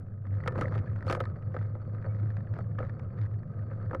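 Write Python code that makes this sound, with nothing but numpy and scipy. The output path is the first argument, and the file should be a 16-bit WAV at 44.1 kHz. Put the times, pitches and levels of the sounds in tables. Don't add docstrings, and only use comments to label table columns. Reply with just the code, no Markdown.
import sys
import numpy as np
from scipy import signal
from scipy.fft import rfft, irfft
from scipy.io import wavfile
from scipy.ndimage import uniform_filter1d

SR = 44100
rng = np.random.default_rng(int(sys.argv[2]) if len(sys.argv) > 2 else 0)


def to_wav(s):
    ch = np.atleast_2d(s).T
    pcm = np.round(np.clip(ch, -1, 1) * 32767)
    wavfile.write(sys.argv[1], SR, pcm.astype(np.int16))


N = 176400

# (time [s], relative level [dB])
ROUGHNESS = [(0.0, -59), (0.18, -67.5), (0.32, -58.5), (0.41, -53.5), (0.6, -45.5), (0.66, -47.5),
             (0.85, -53.5), (1.11, -51.5), (1.42, -56.5), (1.75, -58.5), (2.17, -54.5), (2.32, -57),
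             (2.7, -55.5), (3.45, -59), (3.87, -56)]
STRIKE_DELAY_S = .0013


def undb(db):
    return 10 ** (np.asarray(db) / 20)


def level(x, db):
    return x * undb(db) / np.sqrt(np.mean(x ** 2))


def curve(rows):
    return np.interp(np.arange(N) / SR, *np.array(rows).T)


def walk(per_s):
    hold = max(int(SR / per_s), 1)
    steps = np.repeat(rng.standard_normal(N // hold + 1), hold)
    return level(uniform_filter1d(uniform_filter1d(steps, hold), hold)[:N], 0)


def response(points, size=8192):
    hz, db = np.array(points, float).T
    gain_db = np.interp(np.log(np.arange(size // 2 + 1) * SR / size + 1), np.log(hz), db)
    cepstrum = irfft(np.log(undb(gain_db)))
    cepstrum[1:size // 2] *= 2
    cepstrum[size // 2 + 1:] = 0
    impulse = irfft(np.exp(rfft(cepstrum)))
    return impulse / np.linalg.norm(impulse)


def colour(x, points):
    return signal.fftconvolve(x, response(points))[:N]


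def ring(x, hz, width_hz):
    return signal.lfilter(*signal.iirpeak(hz, hz / width_hz, fs=SR), x)


def grains(per_s, spread_db):
    clicks = (rng.random(N) < per_s / SR) * np.sign(rng.standard_normal(N))
    return clicks * undb(spread_db * rng.standard_normal(N).clip(-2, 2))


def burst(impulse, decay_s, size=2000):
    push = rng.standard_normal(size) * np.exp(-np.arange(size) / SR / decay_s)
    sound = signal.fftconvolve(push, impulse)[:size]
    return sound / np.abs(sound).max()


def add(out, x, start_s):
    i = int(np.clip(start_s * SR, 0, N - 1))
    out[i:i + len(x)] += x[:N - i]


def frame(travel_limit=.07):
    # (time [s], frequency [Hz])
    pitch = [(0, 100), (.35, 101), (.8, 104.5), (1.1, 100.5), (1.9, 103), (2.3, 106), (4, 106)]
    # (time [s], relative level [dB])
    boom = [(0.0, -38), (0.14, -46), (0.29, -37.5), (0.33, -24.5), (0.39, -28), (0.43, -52), (0.47, -37),
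            (0.71, -34), (0.79, -27), (0.87, -53), (0.9, -33), (1.3, -36.5), (1.32, -52.5), (1.48, -30.5),
            (1.51, -44.5), (1.61, -30), (1.68, -38), (1.73, -33.5), (1.84, -41), (1.97, -33), (2.05, -46.5),
            (2.09, -31), (2.39, -32), (2.49, -38.5), (2.52, -28.5), (2.6, -45.5), (2.63, -30), (2.8, -37.5),
            (2.82, -28.5), (2.87, -54), (2.92, -35.5), (2.97, -45.5), (3.09, -34), (3.13, -55.5),
            (3.23, -22.5), (3.3, -41), (3.36, -28), (3.42, -46.5), (3.62, -32.5), (3.68, -37.5),
            (3.74, -36), (4.0, -40.5)]
    cycles = np.cumsum(curve(pitch) * (1 + .018 * walk(45))) / SR
    swing = undb(curve(boom) + 4.5 + 1.1 * walk(40))
    swing = swing / (1 + (swing / travel_limit) ** 6) ** (1 / 6)
    return swing * np.sin(2 * np.pi * cycles) + chafing(cycles)


def panels(x):
    # (frequency [Hz], width [Hz], gain over the direct sound [dB])
    modes = [(354, 19, -2), (513.6, 43, 9), (1260, 90, 8.5), (1543, 55, -2), (1773, 15, 2),
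             (2110, 180, -4.5)]
    return x + sum(undb(db) * ring(x, hz, width) for hz, width, db in modes)


def blow(impulse, decay_s, rise_s=.0007, rattle_s=.014, size=6000):
    t = np.arange(size) / SR
    rattle = undb(-20) * np.exp(-t / rattle_s)
    force = (1 - np.exp(-t / rise_s)) * (np.exp(-t / decay_s) + rattle)
    sound = panels(signal.fftconvolve(rng.standard_normal(size) * force, impulse)[:size])
    return sound / np.abs(sound).max()


def knocks():
    # (time [s], knock gain [dB], thud trim [dB], snap trim [dB])
    bumps = [(0.4582, -32, -4.5, -20), (0.4736, -17.5, -13.5, -40), (0.4767, -30, -14, 1.5),
             (0.5203, -36, -7, -21), (0.5527, -32, -8, -41), (0.5762, -33, 3, -33), (0.5843, -32, -8, -16),
             (0.61, -20, -13.5, -13.5), (0.6129, -24.5, -22, -37), (0.6197, -33, -36, -18),
             (0.6409, -31.5, -8, -42), (0.7197, -33, -9, -34), (0.7529, -33, -7, -18),
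             (1.065, -35.5, -0.5, -7), (1.0779, -27.5, -16.5, -15), (1.0967, -19, -8, -13),
             (1.109, -21, -15, -9.5), (1.1242, -21, -9.5, -8.5), (1.148, -22.5, -13.5, -11),
             (1.167, -37, 0, -25), (1.2019, -21, -9.5, -13.5), (1.5415, -36, -2, -23),
             (1.5631, -28.5, -9, -40), (1.611, -37, -11.5, -34), (1.7495, -39.5, -5, -34.5),
             (2.0417, -39.5, -1.5, -48), (2.051, -38.5, -11, -45), (2.0595, -38.5, -3, -42),
             (2.5631, -41, -1, -21), (2.586, -35, -3.5, -17), (2.7834, -31, -4.5, -48),
             (2.8008, -32, -4.5, -32), (2.826, -33.5, -6, -28), (3.711, -41.5, -5.5, -37),
             (3.9085, -31.5, -7, -48), (3.93, -30.5, -3, -39), (3.946, -22.5, -12.5, -19)]
    # (frequency [Hz], relative level [dB])
    crack_tone = [(300, -33.5), (700, -4), (1000, 3), (1350, 5), (1900, -3), (2700, -22.5), (4000, -35),
                  (7000, -45.5)]
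    thud_tone = [(120, 1.5), (250, -2.5), (450, 0), (680, -1), (1000, -13), (2500, -73)]
    snap_tone = [(1000, -29.5), (2200, 7), (3300, -3), (5500, -9.5), (8000, -15.5), (12000, -17)]
    crack, thud, snap = response(crack_tone), response(thud_tone), response(snap_tone)
    out = np.zeros(N)
    for s, db, thud_db, snap_db in bumps:
        knock = undb(-1) * blow(crack, decay_s=.002)
        knock += undb(7.5 + thud_db) * blow(thud, decay_s=.0084)
        add(knock, undb(snap_db) * burst(snap, decay_s=.0024), 0)
        add(out, undb(db) * knock, s + STRIKE_DELAY_S)
    return out


def tyres(road):
    # (frequency [Hz], relative level [dB])
    tone = [(60, -16.5), (90, 5.5), (150, 0.5), (210, -8), (280, -18), (400, -20.5), (700, -26.5),
            (1500, -75.5)]
    return level(colour(rng.standard_normal(N), tone) * road ** .55, -37.5)


def grit(road, bunches):
    # (frequency [Hz], relative level [dB])
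    tone = [(330, 3), (600, 6.5), (850, -4), (1300, -3), (2000, -14), (2400, -22.5), (2900, -38),
            (4000, -35), (7000, -41.5), (12000, -53.5)]
    impacts = grains(per_s=1500, spread_db=3.5) * bunches
    return level(panels(colour(impacts, tone)), 3) * road


def clatter():
    # (middle [s], length [s], level [dB])
    bumps = [(0.608, 0.13, -51.5), (1.118, 0.15, -45)]
    # (frequency [Hz], relative level [dB])
    tone = [(150, -8), (360, -2), (680, -3.5), (1300, 0.5), (2000, -1), (2800, -19), (4500, -19),
            (11000, -26), (12500, -40.5)]
    t = np.arange(N) / SR
    swells = sum(undb(db) * np.cos(np.pi * np.clip((t - middle) / length, -.5, .5)) ** 2
                 for middle, length, db in bumps)
    return level(colour(grains(per_s=3000, spread_db=5), tone), 0) * swells


def clinks(ring_hz=1850, pitch_spread=.04):
    # (time [s], relative peak [dB])
    strikes = [(0.252, -39.5), (0.267, -40.5), (0.4026, -34.5), (0.436, -33), (0.6803, -29.5),
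               (0.9593, -35.5), (1.0062, -36.5), (1.0244, -29.5), (1.238, -31.5), (1.2526, -29),
               (1.358, -45), (1.393, -56), (1.7515, -46), (1.9475, -38.5), (2.024, -40), (2.146, -39),
               (2.165, -45), (2.1978, -40.5), (2.2296, -40.5), (2.268, -48.5), (2.3018, -36), (2.3671, -33),
               (2.4051, -40.5), (2.607, -38), (2.894, -35.5), (2.9941, -38), (3.1883, -41.5), (3.2238, -41),
               (3.2606, -42), (3.431, -45), (3.735, -43), (3.859, -42), (3.896, -40.5)]
    # (frequency [Hz], relative level [dB])
    tone = [(500, -7.5), (1300, 10), (1900, 5), (2900, -17.5), (4400, -18), (6500, -29), (12000, -40)]
    out, contact = np.zeros(N), response(tone)
    pitches = ring_hz * (1 + pitch_spread * rng.standard_normal(len(strikes)).clip(-2, 2))
    for (s, db), hz in zip(strikes, pitches):
        clink = contact + undb(4) * ring(contact, hz, width_hz=150)
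        add(out, undb(db - 4) * burst(clink, decay_s=.0018), s + STRIKE_DELAY_S)
    return out


def chafing(cycles, fade_s=.015, spread_db=6, decay_cycles=.24):
    # (start [s], end [s], level [dB])
    spells = [(0.316, 0.421, -62.5), (0.708, 0.798, -48), (0.851, 1.057, -69.5), (1.524, 1.673, -57),
              (2.105, 2.444, -65), (2.532, 2.618, -57.5), (2.796, 2.925, -59.5), (3.17, 3.257, -53.5)]
    # (frequency [Hz], relative level [dB])
    tone = [(600, 4.5), (1300, 8.5), (1900, 8), (2700, -12.5), (4200, -13.5), (6500, -24.5), (12000, -52)]
    t = np.arange(N) / SR
    envelope = sum(undb(db) * np.clip(np.minimum(t - start, end - t) / fade_s + .5, 0, 1)
                   for start, end, db in spells)
    strength = undb(spread_db * rng.standard_normal(N).clip(-2, 2))[cycles.astype(int)]
    scrapes = rng.standard_normal(N) * np.exp(-(cycles % 1) / decay_cycles) * strength
    return level(colour(scrapes, tone), 0) * envelope


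def squeaks():
    # (time [s], pitch [Hz], length [s], peak [dB])
    notes = [(0.655, 1920, 0.0047, -30), (0.868, 1690, 0.016, -45.5), (1.083, 4420, 0.012, -42.5),
             (1.251, 1264, 0.036, -43.5), (2.056, 4430, 0.017, -66.5), (2.073, 2250, 0.06, -62.5),
             (2.618, 4420, .014, -70), (2.786, 1700, 0.0066, -33.5), (3.386, 4400, 0.013, -73)]
    out, waver = np.zeros(N), 1 + .012 * walk(330)
    for s, hz, length_s, db in notes:
        swell = np.hanning(max(int(length_s * SR), 2))
        phase = 2 * np.pi * hz * np.cumsum(waver[:len(swell)]) / SR
        add(out, undb(db) * swell * np.sin(phase), s)
    return out


def rattles(road, per_s=45, lowest_hz=950, octaves=.95, width_hz=480):
    out, tap = np.zeros(N), signal.unit_impulse(SR // 20)
    for k, (when, pitch, size) in enumerate(rng.random((int(per_s * N / SR), 3))):
        hz = lowest_hz * 2 ** (octaves * pitch)
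        fitting = ring(ring(tap, hz, width_hz), hz, width_hz)
        add(out, (.5 + size) * burst(fitting, decay_s=.0045), (k + when) / per_s)
    return level(out, -9.5) * road


def jingle(road, bunches):
    # (frequency [Hz], width [Hz], relative level [dB])
    modes = [(4420, 190, 0), (4520, 230, -2)]
    out = np.zeros(N)
    for hz, width, db in modes:
        shakes = grains(per_s=65, spread_db=3.5) * road ** 1.3 * bunches
        out += undb(db) * ring(ring(shakes, hz, width), hz, width * 2)
    return level(out, -86)


def wind():
    # (frequency [Hz], relative level [dB])
    tone = [(28, 6.5), (38, -1.5), (52, 7), (80, -13.5), (400, -59.5)]
    return level(colour(rng.standard_normal(N), tone) * undb(.5 * walk(2.4)), -53.5)


def scene():
    road = undb(curve(ROUGHNESS))
    chair = frame() + tyres(road)
    bunches = undb(2.2 * walk(55).clip(-2, 2))
    chair += grit(road, bunches) + jingle(road, bunches) + rattles(road)
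    return (chair + knocks() + clatter() + clinks() + squeaks() + wind())[None]


def record(dry, overload=.068, knee=17, hiss_db=-100, top_hz=12800):
    # (frequency [Hz], gain [dB])
    microphone = [(3000, -1), (10500, -5), (12800, -9)]
    clipped = dry / (.5 + np.abs(dry / overload) ** knee) ** (1 / knee)
    gain = undb(np.interp(np.arange(N // 2 + 1) * SR / N, *np.array(microphone).T))
    dulled = irfft(rfft(clipped) * gain, N)
    hiss = undb(hiss_db) * rng.standard_normal(dry.shape)
    return signal.sosfilt(signal.ellip(8, .2, 70, top_hz, fs=SR, output="sos"), dulled + hiss)


dry = scene()
out = record(dry)
to_wav(out)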